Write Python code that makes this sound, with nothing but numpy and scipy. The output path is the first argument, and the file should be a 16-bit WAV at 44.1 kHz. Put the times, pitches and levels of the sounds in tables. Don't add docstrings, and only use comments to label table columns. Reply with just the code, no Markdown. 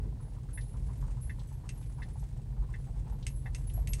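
import sys
import numpy as np
from scipy import signal
from scipy.fft import rfft, irfft
from scipy.io import wavfile
from scipy.ndimage import uniform_filter1d

SR = 44100
rng = np.random.default_rng(int(sys.argv[2]) if len(sys.argv) > 2 else 0)


def store_pcm(level_fs):
    pcm = np.round(np.clip(level_fs, -1, 1) * 32767).astype(np.int16)
    wavfile.write(sys.argv[1], SR, np.atleast_2d(pcm).T)


N = 176400

# f/Hz, relative level/dB
HISS_COLOUR = [(2500, -4.5), (4000, -0.5), (7000, -8), (9500, -3.5), (12000, -11)]
# f/Hz, relative level/dB
ROAD_COLOUR = [(25, -34.5), (38, -5.5), (49, 1), (60, -5.5), (75, -11), (95, -10.5), (135, -7.5),
               (165, -21), (195, -24.5), (225, -28), (330, -35.5), (480, -38.5), (650, -47.5), (950, -49),
               (1350, -62), (2500, -65.5), (5000, -96)]
# t/s, level/dB
BOOM_LEVELS = [(0, -34), (.25, -44), (.9, -36), (1.12, -35), (1.5, -43.5), (2.15, -40), (2.85, -39.5),
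               (3.62, -37), (3.83, -32), (4, -33.5)]
# t/s, level/dB
ROAD_BUMPS = [(0.858, -29), (2.58, -25), (2.959, -33.5)]
# f/Hz, relative level/dB
PANEL_COLOUR = [(150, -27), (450, -2), (650, 1.5), (830, 2.5), (980, -1), (1250, -11.5), (1750, -10.5),
                (2600, -25), (8000, -54)]
# t/s, relative level/dB, f/Hz
PANEL_KNOCKS = [(.04, -53, 423), (.195, -62, 990), (.365, -62.5, 970), (.487, -63.5, 1300), (.74, -61, 974),
                (.885, -58.5, 975), (1.025, -56.5, 979), (1.08, -58, 907), (1.17, -61, 962),
                (1.385, -63.5, 950), (1.515, -62, 855), (1.64, -61, 1010), (1.983, -54.5, 933),
                (2.08, -64, 857), (2.155, -60, 834), (2.226, -63, 785), (2.565, -60, 890),
                (2.621, -60, 990), (2.69, -61, 1030), (2.869, -58.5, 784), (2.955, -60, 846),
                (3.068, -56.5, 856), (3.122, -57.5, 850), (3.458, -56, 777), (3.775, -51.5, 670)]
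# t/s, relative level/dB
INDICATOR_TICKS = [(0.5754, -42), (1.2957, -42), (2.0198, -43.5), (2.7389, -44), (3.459, -43)]
# f/Hz, relative level/dB, t60/s
INDICATOR_MODES = [(1740, 1.5, 0.034), (1799, -3, 0.071), (1942, 3, 0.054), (2059, -3.5, 0.092),
                   (2633, -12, 0.085), (3570, -16.5, 0.072)]
# t/s, relative level/dB
PENDANT_CLINKS = [(1.39, -70), (1.472, -64), (1.80, -72), (2.87, -71), (3.36, -69.5), (3.58, -66)]
# f/Hz, relative level/dB, t60/s
CLINK_MODES = [(6222, -9, .45), (7895, 0, .3), (9180, -5, .25), (12170, -11, .17), (13020, -14, .2)]
# f/Hz, relative level/dB
RUSTLE_COLOUR = [(500, -6.5), (2000, -1), (4000, -8), (6000, -5.5), (8300, -2.5), (9500, -3), (10300, -15),
                 (12000, -23)]
# t/s, level/dB
RUSTLE_LEVELS = [(0, -76), (.52, -73), (.72, -70.5), (.9, -66.5), (1.1, -66.5), (1.4, -72), (1.9, -71.5),
                 (2.2, -68.5), (2.55, -77), (2.85, -69.5), (3.15, -74.5), (3.37, -70.5), (3.5, -76.5),
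                 (3.62, -67), (3.82, -72), (4, -58)]
# t/s, level/dB, centre f/Hz
LIGHT_TOUCHES = [(0.61, -58, 3900), (1.394, -56.5, 3760), (1.828, -63, 2860), (2.029, -57, 3760),
                 (2.1954, -62, 7500), (3.2269, -55, 3800), (3.6982, -59.5, 3140), (3.736, -58, 8400)]
# t/s, level/dB, added brightness/(dB per octave)
BEAD_CLACKS = [(1.691, -47, 0.6), (3.267, -41, 2), (3.5477, -45, 0.5), (3.873, -47, 1), (3.9340, -39, 4.5)]
# f/Hz, relative level/dB
BEAD_COLOUR = [(300, -29), (1400, -16), (2050, -1), (2350, -5.5), (2680, -1), (3200, -10.5), (4500, -12.5),
               (5400, -9.5), (5800, -14), (6450, -3.5), (7300, -17), (8300, -3.5), (9400, -15.5),
               (11500, -24.5), (13000, -50)]
BELL_MODES = {"a": (10037, .42), "b": (10521, .22), "c": (10970, .36), "d": (11328, .22), "e": (11573, .26)}
# t/s, bell name, relative level/dB, factor on the ring time
BELL_STRIKES = [(0, "a", -81, 1.8), (.205, "a", -63, 0.87), (0.53, "a", -51, 1.1), (.850, "a", -68.5, 1.3),
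                (1.209, "a", -53, 0.71), (1.523, "a", -69.5, 0.54), (1.759, "a", -74, 1.2),
                (1.87, "a", -69, 2.2), (2.176, "a", -62, 0.35), (2.815, "a", -81, 1.1),
                (3.297, "a", -62, 1), (3.337, "a", -58, .7), (3.546, "a", -65, 1.8), (3.875, "a", -62, .9),
                (1.774, "b", -59, 0.43), (2.005, "b", -68, 1.2), (2.78, "b", -73, .9),
                (3.355, "b", -61, 0.55), (3.668, "b", -48, 0.55), (3.728, "b", -63, 1),
                (1.477, "c", -72, 0.7), (1.789, "c", -64.5, 0.87), (2.13, "c", -61, 0.19),
                (2.795, "c", -71, .9), (3.363, "c", -65.5, 1.2), (3.936, "c", -69, 1.1),
                (.552, "d", -68, .9), (.68, "d", -74, .8), (.974, "d", -67.5, 0.67),
                (1.228, "d", -64, 0.99), (2.199, "d", -69, .7), (1.80, "d", -71, .9),
                (2.51, "d", -82, 0.92), (3.118, "d", -63.5, 0.4), (3.439, "d", -72, .8),
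                (3.737, "d", -48.5, 0.67), (3.889, "d", -46.5, 0.65), (.533, "e", -59, 0.65),
                (1.215, "e", -65, .9), (1.525, "e", -68.5, 0.83), (1.721, "e", -64.5, 0.9),
                (3.275, "e", -65, 1.3), (3.55, "e", -68, 1.3), (3.875, "e", -54, 0.57)]


def amp(db):
    return 10 ** (np.asarray(db) / 20)


def unit(x):
    return x / np.sqrt(np.mean(x ** 2) + 1e-20)


def add(mix, s, sound):
    part = mix[max(round(s * SR), 0):][:len(sound)]
    part += sound[:len(part)]


def fade(t, t60):
    return np.exp(-np.log(1000) * t / t60)


def seconds(length):
    return np.arange(round(length * SR)) / SR


def colour(x, points):
    hz, db = np.transpose(points)
    f = np.fft.rfftfreq(len(x), 1 / SR)
    gain = amp(np.interp(np.log(f + 1), np.log(hz), db))
    return unit(irfft(rfft(x) * gain, len(x)))


def noise_band(size, hz, octaves):
    f = np.fft.rfftfreq(size, 1 / SR)
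    distance = np.log2((f + 1) / hz) / octaves
    treble_cut = 1 / (1 + (f / 10000) ** 20)
    return unit(irfft(rfft(rng.standard_normal(size)) * treble_cut / (1 + distance ** 2), size))


def patter(per_s, spread_db, t60):
    hits = (rng.random(N) < per_s / SR) * amp(spread_db * np.minimum(rng.exponential(1, N), 4))
    power = signal.lfilter([1], [1, -fade(1 / SR, t60) ** 2], hits ** 2)
    return np.sqrt(power) * rng.standard_normal(N)


def air_hiss():
    return amp(-73.5) * colour(rng.standard_normal(N), HISS_COLOUR)


def road_rumble(smooth_s=0.084):
    out = np.zeros(N)
    noise = colour(rng.standard_normal(N), ROAD_COLOUR)
    boom = signal.sosfiltfilt(signal.butter(4, 75, fs=SR, output="sos"), noise)
    drone = noise - boom
    boom_db = np.interp(seconds(N / SR), *np.transpose(BOOM_LEVELS))
    drone_db = -26 + 0.41 * boom_db
    for part, db in (boom, boom_db), (drone, drone_db):
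        power = uniform_filter1d(part ** 2, int(2 * smooth_s * SR))
        power = uniform_filter1d(power, int(smooth_s * SR))
        out += amp(db) * part / np.sqrt(power)
    return out


def wheel_thumps(boom_hz=48.65, swell_s=0.033):
    out, t = np.zeros(N), seconds(.5)
    swell = (t / swell_s) ** 2 * np.exp(2 - 2 * t / swell_s)
    for s, db in ROAD_BUMPS:
        add(out, s, amp(db) * swell * np.sin(2 * np.pi * (boom_hz * t + rng.random())))
    return out


def loose_panel(rise_s=0.0016, gap_s=.012, loss_db=3):
    out = amp(-69) * colour(patter(per_s=70, spread_db=0.5, t60=0.041), PANEL_COLOUR)
    t = seconds(.5)
    shape = np.minimum(t / rise_s, 1) * fade(t, t60=0.084)
    for s, db, hz in PANEL_KNOCKS:
        for k, (late, detune) in enumerate(rng.uniform(-0.502, 0.495, size=(3, 2))):
            tone = np.sin(2 * np.pi * hz * (1 + k * 0.159 * detune) * t)
            rattle = amp(-0.5) * noise_band(len(t), hz, octaves=.4)
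            start = s + k * gap_s * (1 + .5 * late)
            add(out, start, amp(db + 2.5 - k * loss_db) * shape * (tone + rattle))
    return out


def indicator(rise_s=0.0023, echo_s=.0105):
    out, t = np.zeros(N), seconds(0.67)
    rise = np.minimum(t / rise_s, 1)
    tick = sum(amp(db) * fade(t, t60) * np.sin(2 * np.pi * hz * t) for hz, db, t60 in INDICATOR_MODES)
    tick += amp(-15.5) * noise_band(len(t), hz=1320, octaves=1.0) * fade(t, t60=0.12)
    add(tick, echo_s, 0.58 * tick * rise)
    for s, db in INDICATOR_TICKS:
        add(out, s, amp(db - 0.5) * rise * tick)
    return out


def pendants():
    out, t = np.zeros(N), seconds(.5)
    for s, db in PENDANT_CLINKS:
        for hz, mode_db, t60 in CLINK_MODES:
            chance_db = rng.uniform(-2, 4.6)
            add(out, s, amp(db + mode_db + chance_db) * fade(t, t60) * np.sin(2 * np.pi * hz * t))
    return out


def bead_rustle():
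    sway_db = np.interp(seconds(N / SR), *np.transpose(RUSTLE_LEVELS))
    return amp(sway_db) * colour(patter(per_s=330, spread_db=4.5, t60=0.1), RUSTLE_COLOUR)


def light_touches():
    out, t = np.zeros(N), seconds(0.27)
    for s, db, hz in LIGHT_TOUCHES:
        add(out, s, amp(db) * fade(t, t60=0.098) * noise_band(len(t), hz, octaves=0.41))
    return out


def bead_clacks(rise_s=0.00044, crack_s=0.0012, ring_hz=2680):
    out, t = np.zeros(N), seconds(0.27)
    tail = fade(t, t60=0.099)
    crack = 1.774 * np.exp(-t / crack_s)
    shape = np.minimum(t / rise_s, 1) * (tail + crack)
    ring = tail * np.sin(2 * np.pi * ring_hz * t)
    for s, db, brightness in BEAD_CLACKS:
        brightened = [(hz, level + brightness * np.log2(hz)) for hz, level in BEAD_COLOUR]
        add(out, s, amp(db - 3.5 - brightness) * ring)
        add(out, s, amp(db) * shape * colour(rng.standard_normal(len(t)), brightened))
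    return out


def bells(rise_s=0.0021, bounce_s=0.0093, flutter_depth=0.16, flutter_hz=45):
    out, t = np.zeros(N), seconds(0.81)
    rise = 1 - np.exp(-t / rise_s)
    ping = 0.5 * fade(t, t60=0.063)
    flutter_filter = signal.butter(2, flutter_hz, fs=SR)
    for s, name, db, stretch in BELL_STRIKES:
        hz, base_t60 = BELL_MODES[name]
        ring_s = base_t60 * stretch
        contact = rise * (fade(t, 1.3 * ring_s) + ping)
        ring = contact + 0j
        bounces = zip(rng.exponential(bounce_s, size=3), rng.uniform(0, 0.61 * np.pi, size=3))
        for delay, phase in bounces:
            add(ring, delay, 0.44 * contact * np.exp(1j * phase))
        for when, turn in rng.random((3, 2)):
            add(ring, when * .5 * ring_s, 0.12 * contact * np.exp(2j * np.pi * turn))
        flutter = unit(signal.lfilter(*flutter_filter, rng.standard_normal(len(t))))
        ring *= 1 + flutter_depth * flutter
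        tone = (ring * np.exp(2j * np.pi * hz * t)).imag
        add(out, s, amp(db - 4) * tone)
    return out


def scene():
    car = air_hiss() + road_rumble() + wheel_thumps() + loose_panel() + indicator()
    ornament = pendants() + bead_rustle() + light_touches() + bead_clacks() + bells()
    return (car + ornament)[None]


def record(dry):
    treble_cut = signal.firwin(511, 15750, window=("kaiser", 9), fs=SR)
    return signal.oaconvolve(dry, treble_cut[None], "same")


dry = scene()
out = record(dry)
store_pcm(out)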